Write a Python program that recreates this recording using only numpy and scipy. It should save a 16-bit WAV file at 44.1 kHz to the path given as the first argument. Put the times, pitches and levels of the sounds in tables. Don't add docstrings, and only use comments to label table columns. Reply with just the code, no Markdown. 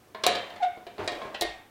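import sys
import numpy as np
from scipy import signal
from scipy.fft import rfft, irfft, next_fast_len
from scipy.io import wavfile

SR = 44100
rng = np.random.default_rng(int(sys.argv[2]) if len(sys.argv) > 2 else 0)


def master(y):
    cut = np.clip(np.atleast_2d(y).T, -1, 1)
    pcm = np.round(cut * 32767)
    wavfile.write(sys.argv[1], SR, pcm.astype(np.int16))


N = 74970


def amp(db):
    return 10 ** (np.asarray(db) / 20)


def unit(x):
    return x / np.sqrt(np.mean(x ** 2) + 1e-20)


def fade(t, t60):
    return np.exp(-np.log(1000) * t / t60)


def along(points, hz):
    f, value = np.transpose(points)
    return np.interp(np.log(hz + 1), np.log(f + 1), value)


def clock():
    return np.arange(N) / SR


def coloured(x, spectrum, size=4096):
    hz = np.fft.rfftfreq(size, 1 / SR)
    cepstrum = irfft(np.log(amp(along(spectrum, hz))))
    cepstrum[1:size // 2] *= 2
    cepstrum[size // 2 + 1:] = 0
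    impulse = irfft(np.exp(rfft(cepstrum)))
    return signal.oaconvolve(x, impulse)[:len(x)]


def burst(spectrum, envelope, size=4096):
    hz = np.fft.rfftfreq(size, 1 / SR)
    power = np.mean(amp(along(spectrum, hz)) ** 2)
    noise = np.sign(rng.random(len(envelope)) - .5)
    return coloured(noise * envelope, spectrum) / np.sqrt(power)


def wobble(rate, t):
    points = rng.standard_normal(SR // 20)
    return np.interp(t * rate, np.arange(len(points)), points)


def add(out, start_s, x):
    i = max(round(start_s * SR), 0)
    out[i:i + len(x)] += x[:N - i]


def knocks():
    # [t/s, level/dB, bass/dB, middle/dB, treble/dB, top/dB, contact time constant/s,
    # crack/dB, ring/dB, part that rings]
    knock_table = [ (0.1445, -35.5, 1.5, 8, -14, -5.5, 0.00379, -9.5, -8.5, "base"),
                   (0.2357, -16.5, -11.5, 1.5, -4.5, -16.5, 0.00222, 0.5, -8.5, "base"),
                   (0.265, -16.5, -3, 1.5, 3.5, -1, 0.000586, 1, -1, "far post"),
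                   (0.351, -22, -7, -13, -10.5, -12.5, 0.00212, -4, 0, "far post"),
                   (.500, -38, -3.5, 1.5, -17, -2.5, 0.00247, -10.5, 0, "far post"),
                   (0.558, -42, -10, 10, -2, -5.5, 0.0027, -15, -3, "far post"),
                   (0.768, -46.5, 18, 5, -23.5, -12.5, 0.00695, 2, -18.5, "base"),
                   (0.8661, -41, 3.5, 4, -8, -4, 0.00093, -10.5, -1, "far post"),
                   (0.9812, -43.5, 9, 8.5, -13, -9.5, 0.000373, -2.5, -8, "base"),
                   (1.0758, -25, -2, 3, 1.5, -21.5, 0.00109, -2, -4.5, "near post"),
                   (1.118, -37.5, 14, -8.5, -8.5, -5.5, 0.00119, -3, -6, "near post"),
                   (1.2158, -38.5, -1.5, 6, -13, -13, 0.00094, -18, 0.5, "base"),
                   (1.3431, -27, -12, 4, -7, -25.5, 0.00395, -5.5, -5, "rail"),
                   (1.4098, -22.5, 2, -10, 4, 2, 0.00159, 1, -1.5, "near post"),
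                   (1.421, -29, -0.5, 2.5, 3.5, 7, 0.000333, -4.5, 2, "near post"), ]
    frame_modes = { "far post": [(100.1, -25, .7), (195.67, -21.5, 1), (435.7, -15.5, 0.69),
                   (518.6, -21, 0.34), (708, 2, 0.3277), (1694, -12.5, 0.224), (1812.7, -22, 0.82),
                   (2302, -16, 0.48), (2869, -25, 0.73), (3128, -14.5, 0.54), (3610, -15, 0.35),
                   (3880, -27.5, 0.577), (4162, -14, .07)], "near post": [(339.13, -6.5, 0.283),
                   (443.8, -7, 0.223), (599.2, -7, 0.285), (712.1, -2, 0.377), (1791, -19.5, .4),
                   (1861.3, -5, 0.402), (2126.3, -12, 0.396), (3300, -10, 0.277), (3862, -1.5, 0.083),
                   (4080, 2, 0.0333)], "base": [(217.9, -9, 1), (454.7, -2.5, .25), (634.5, -2.5, 0.74),
                   (1063.5, -0.5, 0.409), (1671, -13, 0.26), (2243.5, -7, 0.225), (3378, -3.5, 0.087)],
                   "rail": [(616.7, -1, .35), (1938, 1.5, 0.0556), (3085, -2.5, 0.146), (3403, -12, 0.126),
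                   (5375, -12.5, 0.065)], }
    # [f/Hz, relative level/dB]
    clatter_spectrum = [(40, -10), (130, -12.5), (255, -9.5), (330, 0), (720, 3.5), (1300, -8), (2600, -7),
                        (4100, -3.5), (5600, -14), (10000, -20), (15500, -29)]
    # [f/Hz, relative level/dB]
    crack_spectrum = [(80, -19.5), (230, -3), (340, 4), (700, 1.5), (1600, -6.5), (2900, -8), (4100, 6.5),
                      (5400, -1.5), (10000, -9.5), (15500, -12)]
    clatter_t60_s, crack_t60_s = 0.06313, 0.00808
    crack_offset_db, ring_offset_db = 9, -3
    ring_waver_rad = 0.888

    out = np.zeros(N)
    t = clock()[:SR // 2]
    for start_s, db, bass_db, middle_db, treble_db, top_db, contact_s, crack_db, ring_db, part in knock_table:
        touch = 1 - np.exp(-(t / contact_s) ** 2)
        crack = burst(crack_spectrum, touch * fade(t, crack_t60_s + 2 * contact_s))
        clatter = burst(clatter_spectrum, touch * fade(t, clatter_t60_s))
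        blow = amp(crack_offset_db + crack_db) * crack + clatter

        ring = np.zeros(len(t))
        for hz, level_db, t60 in frame_modes[part]:
            waver = ring_waver_rad * wobble(69.67, t)
            phase = 2 * np.pi * (hz * t + rng.random()) + waver
            ring += amp(level_db) * fade(t, t60) * np.sin(phase)
        steel = amp(ring_offset_db + ring_db) * touch * ring

        colour = [(343, bass_db), (1390, middle_db), (3620, 0), (8230, treble_db), (13200, top_db)]
        add(out, start_s, amp(db) * coloured(blow + room(blow) + steel, colour))
    return out


def squeak():
    # [t/s, slip rate before jitter f/Hz, level of the lowest tone/dB]
    slip_path = [(0.601, 827, -46), (0.607, 818.9, -36), (0.619, 828.3, -31.5), (0.62, 764.9, -33.5),
                 (.631, 716.5, -22), (0.644, 732.9, -26.5), (0.647, 776.5, -21.5), (0.659, 716.6, -25),
                 (.678, 726.6, -28.5), (0.685, 694, -40)]
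    overtone_levels = [-18.5, -18, -28.5, -21, -36]
    # [f/Hz, relative level/dB]
    rasp_spectrum = [(300, -14.5), (900, -4), (1500, 7.5), (3800, -0.5), (5200, -6.5), (8000, -13),
                     (15000, -47.5)]
    rasp_db = -17
    grip_s, grip_length_s, loose_db = .634, 0.0211, -14.5
    jitter = 0.01254
    scatter_rad, scatter_per_s = .2, 220
    post_hz, post_t60_s, post_db = 710, 0.256, 3.5
    tone_room_db, edge_room_db = -11.5, -4.5

    t = clock()
    s, hz, db = np.transpose(slip_path)
    sounding = (t > s[0]) * (t < s[-1])
    level = np.sqrt(2) * amp(np.interp(t, s, db)) * sounding
    slip_rate = np.interp(t, s, hz) * (1 + jitter * wobble(300, t))
    phase = 2 * np.pi * np.cumsum(slip_rate) / SR
    tone = level * np.sin(phase)

    looseness = 1 - np.exp(-((t - grip_s) / grip_length_s) ** 2)
    grip = amp(loose_db * looseness)
    overtones = np.zeros(N)
    for harmonic, overtone_db in enumerate(overtone_levels, 2):
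        uneven_phase = phase + scatter_rad * wobble(scatter_per_s, t)
        overtones += amp(overtone_db) * np.sin(harmonic * uneven_phase)
    rasp = burst(rasp_spectrum, (1 + np.cos(phase)) / 2)
    edge = level * grip * (overtones + amp(rasp_db) * rasp)

    decay = fade(t, post_t60_s)
    post_response = 2 * decay * np.cos(2 * np.pi * post_hz * t) / decay.sum()
    post = signal.fftconvolve(tone, post_response)[:N]
    echo = room(amp(tone_room_db) * tone + amp(edge_room_db) * edge)
    return tone + edge + amp(post_db) * post + echo


def thuds():
    # [t/s, level/dB, rise time constant/s, t60/s]
    thud_table = [(.987, -27, 0.01113, 0.2244), (1.245, -34.5, 0.0055, 0.179)]
    # [f/Hz, relative level/dB]
    thud_spectrum = [(30, -12.5), (100, 6.5), (200, -4.5), (380, 7.5), (720, 4.5), (1300, 0), (2200, -8.5),
                     (4000, -16.5), (6500, -29.5), (15000, -45.5)]
    out, t = np.zeros(N), clock()
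    for start_s, db, rise_s, t60 in thud_table:
        envelope = (1 - np.exp(-t / rise_s)) * fade(t, t60)
        add(out, start_s, amp(db) * burst(thud_spectrum, envelope))
    return out + amp(-4) * room(out)


def rocking():
    # [t/s, level/dB]
    rock_table = [(1.00, -50.5), (1.11, -45.5), (1.445, -38)]
    rock_hz, rock_t60_s, rise_s = 49.26, 0.31, 0.0285
    out, t = np.zeros(N), clock()
    for start_s, db in rock_table:
        envelope = (1 - np.exp(-t / rise_s)) * fade(t, rock_t60_s)
        phase = 2 * np.pi * rock_hz * t + 0.65 * wobble(38.6, t)
        add(out, start_s, amp(db) * envelope * np.sin(phase))
    return out


def chatter():
    # [t/s, level/dB]
    chatter_level = [(0, -56.5), (.12, -68), (.3, -41.5), (.56, -50.5), (0.799, -59), (.94, -59),
                     (1.051, -39.5), (1.27, -47.5), (1.45, -56.5), (1.69, -104.5)]
    # [f/Hz, relative level/dB]
    chatter_spectrum = [(100, -15.5), (250, -1), (650, 8.5), (1400, -8), (3800, -12.5), (6500, -17),
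                        (15000, -31.5)]
    ticks_per_s = 700
    strength = amp(2 * rng.standard_normal(N))
    ticks = (rng.random(N) < ticks_per_s / SR) * strength
    level = amp(np.interp(clock(), *np.transpose(chatter_level)))
    direct = burst(chatter_spectrum, unit(ticks) * level)
    return amp(-5.5) * direct + amp(-1.5) * room(direct)


def room(x):
    # [f/Hz, t60/s]
    room_t60 = [(100, 1.1), (300, 0.29), (700, 0.61), (1800, 0.66), (4500, 0.3362), (8000, 0.44),
                (13000, 0.01)]
    # [f/Hz, relative level/dB]
    room_colour = [(100, -4), (210, -6.5), (330, 1), (800, -0.5), (2000, 4), (4300, -1.5), (7000, -10),
                   (13000, -8.5)]
    room_db, build_s = -0.035, 0.0026
    hz, t, z = signal.stft(rng.standard_normal(SR // 2), SR, nperseg=512)
    t60 = along(room_t60, hz)
    z = z * fade(t, t60[:, None])
    energy = np.sqrt(t60 * SR / (2 * np.log(1000)))
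    gain = amp(along(room_colour, hz)) / energy
    tail = signal.istft(z * gain[:, None], SR, nperseg=512)[1]
    tail = tail * (1 - np.exp(-clock()[:len(tail)] / build_s))
    return amp(room_db) * signal.fftconvolve(x, tail)[:len(x)]


def still_air():
    # [f/Hz, relative level/dB]
    air_spectrum = [(25, -22), (60, 1.5), (110, 4.5), (170, -4), (400, 5), (700, -12.5), (1100, -7.5),
                    (2000, -13), (4500, -18), (10000, -21.5), (16000, -22)]
    return amp(-58.5) * burst(air_spectrum, np.ones(N))


def scene():
    mix = knocks() + squeak() + thuds() + rocking() + chatter() + still_air()
    return mix[None]


def record(dry):
    top_hz = 16200
    size = next_fast_len(N + SR // 2)
    kept = np.fft.rfftfreq(size, 1 / SR) < top_hz
    return irfft(rfft(dry, size) * kept, size)[..., :N]


dry = scene()
out = record(dry)
master(out)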